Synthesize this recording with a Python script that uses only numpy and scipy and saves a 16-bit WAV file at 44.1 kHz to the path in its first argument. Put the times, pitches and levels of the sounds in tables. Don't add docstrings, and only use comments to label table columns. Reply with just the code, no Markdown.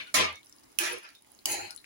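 import sys
import numpy as np
from scipy import signal
from scipy.io import wavfile
from scipy.ndimage import uniform_filter1d

SR = 44100
rng = np.random.default_rng(int(sys.argv[2]) if len(sys.argv) > 2 else 0)


def master(y):
    cut = np.clip(np.atleast_2d(y).T, -1, 1)
    pcm = np.round(cut * 32767)
    wavfile.write(sys.argv[1], SR, pcm.astype(np.int16))


def attenuation_scalar(level_db):
    decades = np.asarray(level_db, float) / 20
    return 10 ** decades


N = 81585

# t/s, pressure/dB, brightness/(dB/octave), bass weight/dB
TAIL_CONTACT = [
    (0, -39.5, -5.5, 2.5),
    (0.046, -54.5, -7, 10.5),
    (0.083, -56.5, -6.5, -14.5),
    (0.128, -73, 9, 28.5),
]
FIRST_CONTACT = [
    (0.143, -26.5, 4.5, -7.5),
    (0.199, -26, -3, 5),
    (0.258, -33, -8.5, -1.5),
    (0.329, -47, -15, -10),
    (0.379, -65.5, -1, -20),
    (.43, -83, -13, 0),
]
SECOND_CONTACT = [(0.795, -42, 6, -19), (0.857, -34, 0, -9), (.93, -44.5, -1, 9.5),
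                  (0.978, -51.5, -2.5, 12.5), (1.007, -61, 0, -5), (1.053, -53, -7, -36),
                  (1.11, -64, -2, -36), (1.16, -73, 4.5, -28), (1.219, -100, -18, -10)]
THIRD_CONTACT = [(1.464, -39, 0, 10.5), (1.52, -33.5, 2.5, 4), (1.559, -35.5, -3.5, 4.5),
                 (1.6, -42, -3.5, 7), (1.649, -40.5, -7, 1), (1.689, -47, -9, -46), (1.73, -60.5, 1, -35),
                 (1.77, -80, -11, -7)]
# f/Hz, density level/dB
TAIL_BODY = [(70, -28), (340, -17.5), (1080, -22), (2430, -4), (7000, -23.5)]
FIRST_BODY = [(60, -32), (200, -5), (310, -2.5), (1060, -13), (1500, -10), (2200, -8.5), (4500, -6.5),
              (16000, -25.5)]
SECOND_BODY = [(100, -69), (250, -34), (340, -6), (1000, -9), (1700, -4.5), (2600, -10), (7000, -15),
               (16000, -24)]
THIRD_BODY = [(80, -51), (350, 2), (810, -16), (1200, -9.5), (2500, 4), (3500, -8.5), (6500, -1),
              (16000, -9)]
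# f/Hz, width/Hz, level/dB
TAIL_MODES = [(1606, 65, -4), (2293, 35, 8), (2880, 69, -1.5), (3450, 55, 0.5), (4340, 83, -16)]
FIRST_MODES = [(868, 35, -10.5), (1017, 37, -9.5), (1227, 210, 0.5), (2122, 42, -1.5), (2204, 270, 2.5),
               (3080, 70, -21), (3825, 44, -14)]
SECOND_MODES = [(352.5, 16.4, 7), (505, 16, -9), (920, 6.2, -9), (1365, 9.1, 3), (1770, 16, -10),
                (2434, 310, 11), (3700, 110, -40.5), (5320, 150, -4)]
THIRD_MODES = [(356, 8.3, -6.5), (826, 107, 1.5), (1338, 28, -15), (2300, 260, -10), (3000, 94, -22),
               (4240, 660, 1), (6220, 43, -3)]
STROKE_MODES_DB = [-6, -4.5, -1, -2]
STROKE_PAN_DB = [1.5, -0.9, -1, 0.7]
# f/Hz, width/Hz, depth/0-1
STROKE_GAPS = [
    [(7500, 900, .6)],
    [(1550, 200, .4)],
    [(720, 200, .5), (8100, 500, .7)],
    [(1180, 350, .95), (3550, 900, 1), (5650, 1000, .85), (8300, 800, .7)],
]
# start t/s, length/s, level/dB, f/Hz
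LINGERING_MODES = [(0.172, 0.2, -51.5, 85.7), (0.309, 0.079, -58, 3656), (0.332, 0.086, -60.5, 2226),
                   (1.031, 0.04, -58, 5010), (1.142, 0.056, -63.5, 3700), (1.496, 0.034, -57, 107.5),
                   (1.568, 0.11, -59.5, 100.7), (1.696, 0.051, -57, 1440), (0.061, 0.055, -57.5, 1444),
                   (.005, 0.02, -55, 2830), (0.147, 0.082, -33, 1036), (0.804, 0.094, -43, 344),
                   (0.815, 0.057, -53, 605), (0.881, 0.035, -47.5, 957), (.92, 0.069, -49, 482),
                   (0.852, 0.055, -43.5, 1690), (1.089, 0.024, -64.5, 4600), (1.03, 0.054, -60, 2500),
                   (1.486, 0.18, -54, 351), (1.512, 0.027, -39, 6500), (1.52, .14, -50.5, 6950),
                   (1.559, 0.18, -52, 4210), (1.589, 0.023, -46.5, 1426), (1.779, 0.028, -61, 4010),
                   (0, 0.031, -54, 4290), (0.031, .035, -62, 3540)]
# t/s, peak level/dB, left-right/dB, t60/s
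LANDINGS = [
    (0.788, -12.5, -3.5, 0.0082),
    (1.457, -15.5, -0.5, 0.0084),
]
# f/Hz, density level/dB
KNOCK_1_BODY = [(40, -34), (150, -25), (500, -28), (2000, -8), (2670, -6.5), (3500, -6), (9400, -8),
                (16500, -2)]
KNOCK_2_BODY = [(100, -63), (860, -18), (1450, -36.5), (2850, -7), (3540, -16.5), (4700, -5), (5900, -15.5),
                (16500, -3.5)]
# f/Hz, width/Hz, level/dB
KNOCK_1_MODES = [(2680, 73, -0.5), (9270, 300, -2), (15700, 440, -4)]
KNOCK_2_MODES = [(2960, 100, -19), (4670, 68, -6), (7760, 74, -3.5), (9900, 200, -5.5)]
# t/s, peak level/dB, f/Hz, left-right/dB
TICKS = [(0.071, -41, 3940, 8), (0.0773, -47.5, 9200, 9), (.327, -44.5, 10450, 5.5), (0.357, -41, 5900, 3),
         (0.431, -46.5, 3670, 2), (0.4477, -49, 11000, -5), (0.460, -47.5, 10330, -2.5),
         (0.469, -47, 5800, 3), (0.4965, -42.5, 7360, -5), (0.5257, -41, 5370, 7), (0.563, -48, 10300, 1.5),
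         (0.5843, -46, 4870, 2), (0.594, -52, 9900, -2), (0.638, -51, 5500, 6), (0.719, -53, 10200, -6),
         (0.925, -33.5, 10500, -13), (.930, -34.5, 10360, -9), (0.934, -36.5, 10800, -12),
         (.980, -43.5, 10200, -4), (0.985, -41, 10600, -10), (1.033, -46, 10100, -6),
         (1.039, -47, 9900, -4), (1.0899, -42, 4700, -4), (1.1034, -51.5, 10100, -4),
         (1.1517, -46.5, 4140, -10), (1.1565, -53, 5430, -7), (1.2225, -47, 10200, -3.5),
         (1.247, -50.5, 2120, -2.5), (1.3053, -55, 10460, 0), (1.3183, -46, 10640, -9),
         (1.3497, -49.5, 6690, -7), (1.3785, -63, 6160, 10), (1.39, -42.5, 4300, 1),
         (1.7067, -29.5, 5100, 14.5), (1.7104, -37, 9850, 5), (1.75, -41, 7500, -1),
         (1.7618, -32.5, 9970, 14), (1.7766, -39.5, 4130, 14), (1.801, -52, 4770, 26),
         (1.8166, -50.5, 10100, -4), (1.8430, -41.5, 2330, 28)]
# f/Hz, density level/dB
HUM_COLOUR = [(25, -29), (92, -8), (152, -17.5), (300, -2.5), (532, -13.5), (1450, -15.5), (7000, -22),
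              (16000, -21)]
# from t/s, until t/s, level/dB
BACKGROUND_STEPS = [
    (0, 0.123, -0.5),
    (0.16, 0.44, -1.5),
    (.8, 1.255, -4.5),
    (1.465, 1.69, 6.5),
]
# f/Hz, level/dB
MIC_LEFT = [(7300, 5), (8300, 1), (9300, 4.5), (10300, 7.5), (11800, -6.5), (13000, -4), (14000, -29),
            (15000, -7.5)]
MIC_RIGHT = [(7300, 4.5), (8300, -7.5), (9300, 7), (10300, 6.5), (11800, 4), (13000, -29), (14000, 2),
             (15000, 4)]

LAND_S, LIFT_S = .002, .02
SLIPS_PER_S, SLIP_SPREAD_DB, CHATTER_DB = 6000, 1, -0.5
BRIGHT_ABOVE_HZ, WEIGHT_BELOW_HZ = 2710, 454
WANDER_DB, WANDER_S = 2, .04
LINGER_Q = 20
KNOCK_MODES_DB, KNOCK_SEND_DB = -8.5, 1
TICK_S, TICK_DB, TICK_SEND_DB = 0.00099, -7.5, 0.5
CRACKLE_PER_S, CRACKLE_DB, CRACKLE_SPREAD_DB = 900, -69, 4
HUM_DB, HUM_PATCH_DB = -65.5, 2
BOWL_HZ, BOWL_BASS = 454, 0.73
BOWL_DB, BOWL_T60_S, TURN_S = 7, 0.011, .04
ROOM_DB, ROOM_T60_S = 6.5, 0.1
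SPACE_DB, LAG_S = -10.5, .001
EDGE_HZ, TOP_HZ, GATE_DB, SHELF_DB = 15950, 16850, -62, -13


def evened(x):
    return x / np.sqrt(np.mean(x ** 2) + 1e-20)


def read(points, hz):
    f, value = np.transpose(points)
    return np.interp(np.log(hz + 1), np.log(f + 1), value)


def add(mix, s, sound):
    part = mix[..., round(s * SR):][..., :sound.shape[-1]]
    part += sound[..., :part.shape[-1]]


def coloured(x, points):
    gain_db = np.maximum(read(points, np.fft.rfftfreq(4096, 1 / SR)), -100)
    half = np.log(attenuation_scalar(gain_db))
    full = np.concatenate([half, half[-2:0:-1]])
    taps = np.fft.ifft(np.exp(np.conj(signal.hilbert(full)))).real[:2048]
    return signal.oaconvolve(x, taps)[:len(x)]


def mode(x, hz, width_hz):
    pole = np.exp((2j * np.pi * hz - np.pi * width_hz) / SR)
    return 2 * signal.lfilter([1 - abs(pole)], [1, -pole], x).real


def clicks(per_s, spread_db):
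    size = attenuation_scalar(spread_db * np.minimum(rng.exponential(1, N), 4))
    sign = rng.choice([-1., 1.], N)
    return size * sign * (rng.random(N) < per_s / SR)


def slow(seconds):
    knots = rng.standard_normal(200)
    return np.interp(np.arange(N) / SR / seconds, np.arange(len(knots)), knots)


def panned(x, pan_db):
    return x * attenuation_scalar(np.array([[.5], [-.5]]) * pan_db)


def stroke(contact_curve, body, ring, ring_db, pan_db, gaps):
    s, level_db, bright, weight_db = np.transpose(contact_curve)
    slips = clicks(SLIPS_PER_S, SLIP_SPREAD_DB)
    chatter = evened(uniform_filter1d(rng.standard_normal(N), size=180))
    slips = slips * attenuation_scalar(CHATTER_DB * chatter)
    rasp = evened(coloured(slips, body))

    modes = np.zeros(N)
    for hz, width_hz, db in ring:
        drive = slips * attenuation_scalar(db + WANDER_DB * slow(WANDER_S))
        modes += mode(drive, hz, width_hz) / np.sqrt(width_hz)
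    both = rasp + attenuation_scalar(ring_db) * evened(modes)
    for hz, width_hz, depth in gaps:
        both = both - np.clip(depth, 0, 1) * mode(both, hz, width_hz)

    hz, frames_s, z = signal.stft(both, SR, nperseg=128)
    octaves = np.log2(np.maximum(hz, BRIGHT_ABOVE_HZ) / BRIGHT_ABOVE_HZ)[:, None]
    z = z * attenuation_scalar(octaves * np.interp(frames_s, s, bright))
    pan = signal.istft(z, SR, nperseg=128)[1][:N]

    t = np.arange(N) / SR
    low = signal.sosfiltfilt(signal.butter(2, WEIGHT_BELOW_HZ, fs=SR, output="sos"), pan)
    pan = pan - low + low * attenuation_scalar(np.interp(t, s, weight_db))
    landed = np.clip((t - s[0]) / LAND_S + 1, 0, 1)
    lifted = np.clip((s[-1] - t) / LIFT_S + 1, 0, 1)
    return panned(pan * landed * lifted * attenuation_scalar(np.interp(t, s, level_db)), pan_db)


def lingering():
    out = np.zeros((2, N))
    settle = SR // 4
    for s, length_s, db, hz in LINGERING_MODES:
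        u = np.arange(0, length_s, 1 / SR) / length_s
        noise = rng.standard_normal(settle + len(u))
        width_hz = hz / LINGER_Q
        rub = mode(mode(noise, hz, width_hz), hz, width_hz)[settle:]
        swell = np.sqrt(abs(np.sin(np.pi * u ** 0.68)))
        add(out, s, attenuation_scalar(db) * evened(rub) * swell)
    return out


def landings():
    out, t = np.zeros((2, N)), np.arange(3000) / SR
    bodies, rings = (KNOCK_1_BODY, KNOCK_2_BODY), (KNOCK_1_MODES, KNOCK_2_MODES)
    for (s, db, pan_db, t60_s), body, ring in zip(LANDINGS, bodies, rings):
        envelope = np.minimum(t / 0.0007, 1) * attenuation_scalar(-60 * (t / t60_s) ** 2)
        blow = rng.standard_normal(len(t)) * envelope
        modes = sum(attenuation_scalar(mode_db) * evened(mode(blow, hz, width_hz)) for hz, width_hz, mode_db in ring)
        burst = evened(coloured(blow, body)) + attenuation_scalar(KNOCK_MODES_DB) * modes
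        add(out, s - .001, panned(attenuation_scalar(db) * burst / abs(burst).max(), pan_db))
    return out


def tick(hz, cycles):
    t = np.arange(600) / SR
    u = t * hz / cycles
    snap = .5 * rng.standard_normal(len(u)) * np.exp(-t / 0.0012)
    ring = np.e * 3 * u * np.exp(-3 * u) * np.sin(2 * np.pi * cycles * u)
    return ring + np.diff(snap, prepend=0) * 0.91


def food():
    out = np.zeros((2, N))
    for s, db, hz, pan_db in TICKS:
        snap = attenuation_scalar(db + TICK_DB) * tick(hz, hz * TICK_S)
        add(out, s, panned(snap, np.clip(pan_db, -12, 12)))
    return out


def crackle():
    fine = np.zeros((2, N))
    for hz in np.geomspace(4500, 15000, 16):
        snaps = clicks(CRACKLE_PER_S / 16, CRACKLE_SPREAD_DB)
        fine += panned(signal.oaconvolve(snaps, tick(hz, 2.4))[:N], 5 * rng.uniform(-1.7, 1))
    return attenuation_scalar(CRACKLE_DB) * evened(fine)


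def hum():
    frames, hz = N // 256 + 5, np.fft.rfftfreq(1024, 1 / SR)
    a, b, c, d, patches = rng.standard_normal((frames, 513, 5)).T
    patches = uniform_filter1d(patches, size=10, axis=0)
    patches = evened(uniform_filter1d(patches, size=12, axis=1))
    same = np.clip(read([(60, 0.78), (200, 0.95), (800, 0.25)], hz), 0, 1)[:, None]
    left = a + 1j * b
    right = same * left + np.sqrt(1 - same ** 2) * (c + 1j * d)
    z = np.array([left, right]) * attenuation_scalar(read(HUM_COLOUR, hz)[:, None] + HUM_PATCH_DB * patches)
    return attenuation_scalar(HUM_DB) * evened(signal.istft(z, nperseg=1024, noverlap=768)[1][:, :N])


def background_gain():
    t = np.arange(N) / SR
    steps_db = sum(db * ((t >= a) & (t < b)) for a, b, db in BACKGROUND_STEPS)
    return attenuation_scalar(uniform_filter1d(steps_db, size=600))


def echoes():
    t = np.arange(SR // 3) / SR
    shape = (3, 2, 2, len(t))
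    taps = rng.standard_normal(shape) * (rng.random(shape) < .15)
    taps = signal.sosfilt(signal.butter(2, BOWL_HZ, "high", fs=SR, output="sos"), taps)
    tails = taps * attenuation_scalar(-60 * t / np.array([BOWL_T60_S, ROOM_T60_S])[:, None, None])
    tails = tails / np.linalg.norm(tails, axis=3, keepdims=True)
    return attenuation_scalar(BOWL_DB) * tails[:, 0] + attenuation_scalar(ROOM_DB) * tails[:, 1] * (t > .004)


def space(x, bowls):
    out = x + BOWL_BASS * signal.sosfilt(signal.butter(2, BOWL_HZ, fs=SR, output="sos"), x)
    t = np.arange(N) / SR
    for k, bowl in enumerate(bowls):
        turn = np.sqrt(2 / 3) * np.cos(np.pi * (t / TURN_S + k) / 3)
        out = out + signal.fftconvolve(x * turn, bowl, axes=1)[:, :N]
    return out


def scene():
    strokes = zip((TAIL_CONTACT, FIRST_CONTACT, SECOND_CONTACT, THIRD_CONTACT),
                  (TAIL_BODY, FIRST_BODY, SECOND_BODY, THIRD_BODY),
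                  (TAIL_MODES, FIRST_MODES, SECOND_MODES, THIRD_MODES),
                  STROKE_MODES_DB, STROKE_PAN_DB, STROKE_GAPS)
    drag = sum(stroke(*settings) for settings in strokes)
    bowls = echoes()
    background = (hum() + crackle()) * background_gain()
    knocks = landings()
    drag = drag + lingering()
    wet = food()
    sent = drag + attenuation_scalar(KNOCK_SEND_DB) * knocks + attenuation_scalar(TICK_SEND_DB) * wet
    mix = space(sent, bowls) * attenuation_scalar(SPACE_DB) + knocks + wet + background
    half_lag = round(LAG_S * SR / 2)
    return np.array([np.roll(mix[0], half_lag), np.roll(mix[1], -half_lag)])


def top_cut(x):
    return signal.sosfilt(signal.butter(12, 17020, fs=SR, output="sos"), x)


def record(dry):
    x = np.array([coloured(dry[0], MIC_LEFT), coloured(dry[1], MIC_RIGHT)])
    edge = signal.firwin(511, EDGE_HZ, window=("kaiser", 9), fs=SR)
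    top = signal.firwin(511, TOP_HZ, window=("kaiser", 9), fs=SR)
    air = attenuation_scalar(SHELF_DB) * signal.oaconvolve(x, (top - edge)[None], "same", axes=1)
    opened = uniform_filter1d((air ** 2).mean(0), size=300) > attenuation_scalar(2 * GATE_DB)
    below = signal.oaconvolve(x, edge[None], "same", axes=1)
    mix = below + air * uniform_filter1d(1. * opened, size=300)
    return top_cut(mix)


dry = scene()
out = record(dry)
master(out)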